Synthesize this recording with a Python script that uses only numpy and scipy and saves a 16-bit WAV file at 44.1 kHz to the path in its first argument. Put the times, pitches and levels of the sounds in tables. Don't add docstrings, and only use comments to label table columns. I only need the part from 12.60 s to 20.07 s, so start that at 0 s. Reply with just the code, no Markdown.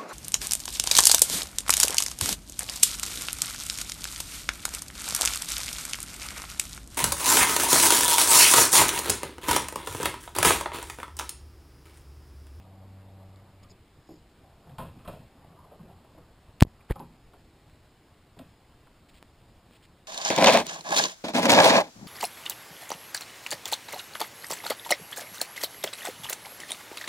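import sys
import numpy as np
from scipy import signal
from scipy.io import wavfile
from scipy.ndimage import uniform_filter1d

SR = 44100
rng = np.random.default_rng(int(sys.argv[2]) if len(sys.argv) > 2 else 0)


def level_to_linear(level):
    exponent = np.asarray(level, float) / 20
    return 10 ** exponent


def digitize_waveform(pressure):
    field = np.atleast_2d(pressure).T
    bounded = np.clip(field, -1, 1)
    quanta = np.round(bounded * 32767).astype(np.int16)
    wavfile.write(sys.argv[1], SR, quanta)


N = 329427


def evened(x):
    return x / np.sqrt(np.mean(x ** 2) + 1e-20)


def read(points, hz):
    point_hz, value = np.transpose(points)
    return np.interp(np.log(hz + 1), np.log(point_hz + 1), value)


def add(mix, start_s, sound):
    part = mix[round(start_s * SR):][:len(sound)]
    part += sound[:len(part)]


def wobble(rate_hz):
    bumps = uniform_filter1d(rng.standard_normal(N), 300)
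    return evened(signal.lfilter([1], [1, -np.exp(-2 * np.pi * rate_hz / SR)], bumps))


def noise(colour, patchy_db):
    frames, hz = N // 256 + 5, np.fft.rfftfreq(1024, 1 / SR)
    real, imaginary, patches = rng.standard_normal((frames, 513, 3)).T
    patches = uniform_filter1d(patches, size=8, axis=0)
    patches = evened(uniform_filter1d(patches, size=10, axis=1))
    level_db = read(colour, hz)[:, None] + patchy_db * patches
    spectra = (real + 1j * imaginary) * level_to_linear(level_db)
    return evened(signal.istft(spectra, nperseg=1024, noverlap=768)[1][:N])


def resonate(x, hz, width_hz):
    return signal.lfilter(*signal.iirpeak(hz, hz / width_hz, SR), x)


# pitch_hz, level_db, fade_s (time to fall 60 dB)
PANEL_TONES = [(87, -0.5, 0.088), (127, -5.5, 0.16), (171.5, -3.5, 0.19), (244, -2.5, 0.079),
               (322.4, -4.5, 0.092), (411.7, -3.5, .1), (536.3, 1, 0.088), (651, 1, 0.048),
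               (740, -4, 0.029), (830, -3, 0.09), (965, -12.5, 0.08), (1022, -5.5, 0.15), (1207, 0, 0.034),
               (1593, -11, 0.059)]
# pitch_hz, width_hz, level_db
FITTINGS = [(1390, 700, 7.5), (2490, 340, 3), (3200, 310, 1), (3610, 160, -8), (4800, 360, -25)]


def knock(peak_db, ring_hz, rattle_s, thud_db, hard_db, chance):
    t = np.arange(SR // 3) / SR
    tones = PANEL_TONES + [(ring_hz, 2.5, .05)]
    hz, tone_db, fade_s = np.repeat(tones, 3, axis=0).T
    hz = hz * (1 + .045 * chance[:len(hz)])
    near_spot = level_to_linear(-6. * np.log2(hz / ring_hz) ** 2)
    thud = level_to_linear(thud_db - 11.15 * np.log2(hz / 135) ** 2)

    rattle_s = max(rattle_s, .001)
    span = np.arange(2000) / SR / rattle_s
    contacts = abs(chance[100:2100]) ** 0.68 * np.sign(chance[2100:4100])
    contacts = contacts * (span + .08) * np.exp(-2.0 * span)

    taken = abs(np.exp(-2j * np.pi * hz[:, None] * t[:2000]) @ contacts)
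    taken = taken + 0.28 * np.linalg.norm(contacts)
    waves = np.sin(2 * np.pi * hz[:, None] * t + chance[50:50 + len(hz), None])
    fading_waves = level_to_linear(-60 * t / fade_s[:, None]) * waves
    ring = ((near_spot + thud) * level_to_linear(tone_db) / taken) @ fading_waves
    soft_start = 1 - np.exp(-t / 0.00068)
    body = signal.fftconvolve(contacts, ring * soft_start)[:len(t)]

    shiver = 0.56 * np.exp(-t / 0.0033) + .5 * np.exp(-t / (3.25 * rattle_s))
    shiver = chance[-len(t):] * shiver
    crack = sum(level_to_linear(db) * resonate(shiver, hz, width_hz) for hz, width_hz, db in FITTINGS)
    crack = resonate(crack, hz=2240, width_hz=2800)
    return level_to_linear(peak_db - 1.0) * (body / abs(body).max() + level_to_linear(hard_db) * crack / abs(crack).max())


# start_s, peak_db, ring_hz, rattle_s
TAPS = [
    (1.49, -37.5, 340, 0.0052),
    (1.835, -50.5, 713, 0.021),
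]
# start_s, peak_db, ring_hz, rattle_s
TICKS = [
    (2.094, -45, 730, .01),
    (2.599, -51, 670, .034),
    (3.441, -51.5, 627, .012),
    (4.734, -44.5, 735, 0.0067),
    (5.79, -39, 608, 0.0073),
]
# start_s, peak_db, ring_hz, rattle_s
BLOWS = [(1.042, -49.5, 1170, 0.0083), (1.117, -47, 293, .0063), (2.183, -28.5, 944, 0.018),
         (2.224, -38.5, 616, 0.015), (2.258, -48, 291, 0.022), (2.389, -45, 540, 0.02),
         (2.449, -37.5, 1110, 0.012), (2.476, -28, 643, 0.0098), (2.53, -41.5, 616, 0.028),
         (6.27, -56, 1100, 0.0047)]
# start_s, peak_db, ring_hz, rattle_s
HEAVES = [
    (2.064, -43, 719, .008),
    (2.841, -42, 680, 0.0066),
    (3.187, -46, 595, .021),
    (3.232, -47, 363, .022),
]
# start_s, peak_db, ring_hz, rattle_s
BUMPS = [(3.108, -43, 647, .027), (3.28, -43, 700, .035), (3.545, -49, 627, .006),
         (3.574, -45, 657, 0.0094), (4.356, -33.5, 814, 0.0081), (4.394, -38.5, 345, 0.01),
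         (4.398, -32.5, 846, 0.0047), (4.418, -54, 294, .005), (5.767, -43.5, 417, 0.0063)]


def all_knocks():
    kinds = [(TAPS, -38, -30), (TICKS, -15, -8), (BLOWS, 0.61, -11),
             (HEAVES, 9, -25), (BUMPS, -4, -18.5)]
    knocks = sorted((*row, thud_db, hard_db) for table, thud_db, hard_db in kinds for row in table)
    out = np.zeros(N)
    chances = rng.standard_normal((len(knocks), SR // 2))
    for (start_s, *blow), chance in zip(knocks, chances):
        add(out, start_s, knock(*blow, chance))
    return out


# start_s, squeeze, squeeze_s, release, release_s
JOLTS = [(3.885, 0.016, 0.0051, 0.0094, 0.0014), (4.018, 0.68, 0.004, 0.39, 0.0011),
         (4.0214, 1.0, 0.002, 1.88, .00003), (4.049, 0.067, .0008, 0.16, 0.0011),
         (4.068, 0.0176, .0012, 0.035, 0.0045), (4.111, .001, 0.0014, .009, .0043),
         (4.298, 0.0011, 0.0013, 0.058, 0.002), (4.3081, 0.3, .0011, 0.068, .001),
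         (4.3097, 0.26, .002, 0.052, .0015), (4.3138, 0.07, 0.0011, 0.12, 0.012)]
# start_s, height (signed), ring_hz, fade_s (time to fall 60 dB)
CREAKS = [(.76, .004, 4020, 0.0033), (1.0985, -.006, 400, 0.004), (4.0025, 0.025, 2605, 0.0017),
          (4.0079, -0.44, 2620, 0.0012), (4.031, -0.035, 4460, .001), (4.033, 0.42, 4300, 0.0014),
          (4.3098, -0.04, 1830, 0.013), (4.313, 0.0057, 1500, 0.0045), (4.3215, 0.025, 2100, .005),
          (4.0495, .012, 2480, .001), (4.395, -0.014, 4450, 0.0014), (5.098, .007, 1500, 0.0013),
          (6.555, .005, 3200, .004), (6.584, -.006, 2600, 0.0017), (6.273, .005, 1340, 0.0063),
          (6.6273, 0.032, 300, 0.0016), (7.11, 0.007, 350, 0.006)]


def handling():
    port_hz, damping = 62, 0.86
    hold_share = .52
    slope, creaks = np.zeros(N), np.zeros(N)
    for start_s, squeeze, squeeze_s, release, release_s in JOLTS:
        tighten = np.hanning(round(squeeze_s * SR) + 3)
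        hold = np.zeros(round(hold_share * squeeze_s * SR))
        let_go = np.hanning(max(round(release_s * SR), 1) + 2)
        push = squeeze * tighten / tighten.sum()
        add(slope, start_s, np.r_[push, hold, -release * let_go / let_go.sum()])
    t = np.arange(400) / SR
    for start_s, height, hz, fade_s in CREAKS:
        add(creaks, start_s, height * np.cos(2 * np.pi * hz * t) * level_to_linear(-60 * t / fade_s))
    w = 2 * np.pi * port_hz
    port = signal.bilinear([1, 0, 0], [1, 2 * damping * w, w * w], SR)
    return creaks + signal.lfilter(*port, np.cumsum(slope))


def rub(length_s, level_db, hz, width_hz, grit):
    clumps = uniform_filter1d(abs(grit[::-1]) ** 3, size=200) ** .6
    slips = (grit * abs(grit) ** 0.84 * clumps)[:round(length_s * SR)]
    band = resonate(resonate(slips, hz, width_hz), hz, 1.5 * width_hz)
    return level_to_linear(level_db) * evened(band) * signal.windows.tukey(len(slips), .5)


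# start_s, length_s, level_db, pitch_hz
SQUEAKS = [(1.029, 0.013, -62, 4970), (1.094, 0.033, -59, 5060), (1.445, 0.17, -69, 5040),
           (1.491, .045, -59, 615), (1.497, .075, -54, 304), (2.955, 0.065, -59, 1020),
           (3.003, 0.063, -61, 1040), (3.569, 0.033, -56, 312), (4.205, 0.01, -62.5, 2480),
           (4.355, .0078, -59, 4800)]
# start_s, length_s, level_db, pitch_hz
SHUFFLES = [(1.359, 0.064, -58, 117), (2.94, 0.091, -56, 90), (2.05, .12, -51.5, 140),
            (2.2, .063, -50, 152), (2.5, .14, -50.5, 140), (3.191, 0.073, -50, 165),
            (4.397, .056, -53, 300), (5.797, 0.031, -46, 266)]
# start_s, length_s, level_db, pitch_hz
SCRAPES = [(1.021, 0.035, -64, 2380), (4.0189, 0.0064, -28.5, 885), (4.287, .045, -47.5, 1190),
           (4.298, 0.013, -38.5, 416), (4.308, 0.0082, -47, 1830), (5.788, 0.0086, -53.5, 2860),
           (6.482, .028, -61.5, 3000), (6.519, 0.085, -63.5, 2720), (7.104, .08, -63, 2620),
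           (7.222, 0.043, -60.5, 2600)]


def all_rubs():
    kinds = [(SQUEAKS, .17), (SHUFFLES, 0.34), (SCRAPES, 1.05)]
    strokes = [(*row, share * row[-1]) for table, share in kinds for row in table]
    out = np.zeros(N)
    grits = rng.laplace(size=(len(strokes), SR // 4))
    for (start_s, *stroke), grit in zip(strokes, grits):
        add(out, start_s, rub(*stroke, grit))
    return out


# start_s, level_db (of the lowest tone)
MOTOR_LEVEL = [
    (0.0, -53),
    (.1, -51.5),
    (.66, -50.5),
    (.95, -60.5),
    (1.03, -58),
    (1.13, -59),
    (1.19, -79),
    (1.3, -100),
]
# multiple (of the firing pitch), level_db
MOTOR_TONES = [(1, 1), (2, -8.5), (3, -18.5), (4, -29), (5, -26.5), (6, -20), (7, -26), (8, -24),
               (9, -31.5), (10, -28.5), (11, -40), (12, -29.5)]


def motor():
    firing_hz = 95.7
    t = np.arange(N) / SR
    turns = np.cumsum(firing_hz * (1 + .003 * wobble(13.6))) / SR
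    pipe_hz = 730 - 60 * t + 45 * wobble(3.1)
    tones = np.zeros(N)
    for multiple, level_db in MOTOR_TONES:
        fading_db = 0.58 * np.log2(multiple + 1) * wobble(6)
        pipe_db = 6.2 * np.exp(-((firing_hz * multiple - pipe_hz) / 110) ** 2)
        wave = np.cos(2 * np.pi * (multiple * turns + rng.random()))
        tones += level_to_linear(level_db + fading_db + pipe_db) * wave
    return np.sqrt(2) * tones * level_to_linear(np.interp(t, *np.transpose(MOTOR_LEVEL)))


# start_s, level_db
STIR_LEVEL = [(0.0, -55), (.79, -54), (1.3, -65), (1.85, -58.5), (2.2, -54), (2.39, -47.5), (2.68, -55.5),
              (2.95, -51.5), (3.35, -55), (4.39, -57.5), (4.58, -63), (5.14, -61), (5.51, -63.5),
              (6.1, -60), (7.47, -59.5)]
# pitch_hz, level_db
STIR_COLOUR = [(30, -25.5), (70, -7.5), (150, 1.5), (400, -10), (750, -7.5), (1200, -12), (1800, -31.5),
               (3000, -51.5)]


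def stir():
    level_db = np.interp(np.arange(N) / SR, *np.transpose(STIR_LEVEL))
    return noise(STIR_COLOUR, patchy_db=3.) * level_to_linear(level_db - 6.5 + 1.1 * wobble(14))


# pitch_hz, level_db (per Hz)
AIR_COLOUR = [(12, -32.5), (20, -5), (38, -2.5), (92, -2), (179, -12), (238, -11.5), (324, -11.5),
              (559, -18), (744, -18), (1260, -22.5), (4540, -28), (5900, -31), (7670, -69), (13000, -120)]


def air():
    return level_to_linear(-57 - 1.5) * noise(AIR_COLOUR, patchy_db=1.22)


# pitch_hz, fade_s (time to fall 60 dB)
GARAGE_FADE = [(100, 0.96), (500, 0.24), (1500, 0.25), (5000, 0.42)]


def garage(x):
    echoes = np.zeros(SR)
    at = np.arange(500, SR - 20, 20)
    echoes[at + rng.integers(0, 20, len(at))] = rng.choice([-1., 1.], len(at))
    hz, t, spectra = signal.stft(echoes, SR, nperseg=256)
    fade = level_to_linear(-60 * t / read(GARAGE_FADE, hz)[:, None])
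    tail = signal.istft(spectra * fade, SR, nperseg=256)[1]
    return signal.fftconvolve(x, tail / np.linalg.norm(tail))[:N]


def scene():
    knocks = all_knocks()
    mono = knocks + level_to_linear(-3.5) * garage(knocks) + handling() + all_rubs() + motor() + stir() + air()
    return np.array([mono, mono])


def band_limit(x):
    return signal.sosfilt(signal.butter(12, 16400, fs=SR, output="sos"), x)


# pitch_hz, level_db (per Hz)
SIDE_COLOUR = [(12, -48), (20, -18), (135, -9), (352, -4), (1490, -2), (4900, -3.5), (6030, -9.5),
               (9600, -11.5), (12500, -40), (21100, -120)]


def record(dry):
    smooth = signal.oaconvolve(dry, signal.firwin(161, 5550, fs=SR)[None], "same")

    fall_db = np.arange(N) * 620.0 / SR
    over_db = 20 * np.log10(abs(smooth[0]) + 1e-9) + 14.0
    over_db = np.maximum(np.maximum.accumulate(over_db + fall_db) - fall_db, 0)
    late_db = np.r_[np.zeros(500), uniform_filter1d(over_db, size=400)][:N]
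    ducked = smooth / level_to_linear(late_db)

    slow = signal.resample_poly(ducked, 40, 147, axis=1, window=("kaiser", 1))
    slow = slow + level_to_linear(-79.5) * rng.standard_normal(slow.shape[1])
    held = np.repeat(np.clip(slow, -1, 1), 4, axis=1)
    back = signal.resample_poly(held, 147, 160, axis=1)[:, :N]
    top_cut = signal.firwin(511, 15450, window=("kaiser", 8), fs=SR)
    back = signal.oaconvolve(back, top_cut[None], "same")

    side = level_to_linear(-79) * noise(SIDE_COLOUR, patchy_db=-1.0) + 0.0081 * back
    mix = np.clip(back + side * [[1], [-1]], -1, 1)
    return band_limit(mix)


dry = scene()
out = record(dry)
digitize_waveform(out)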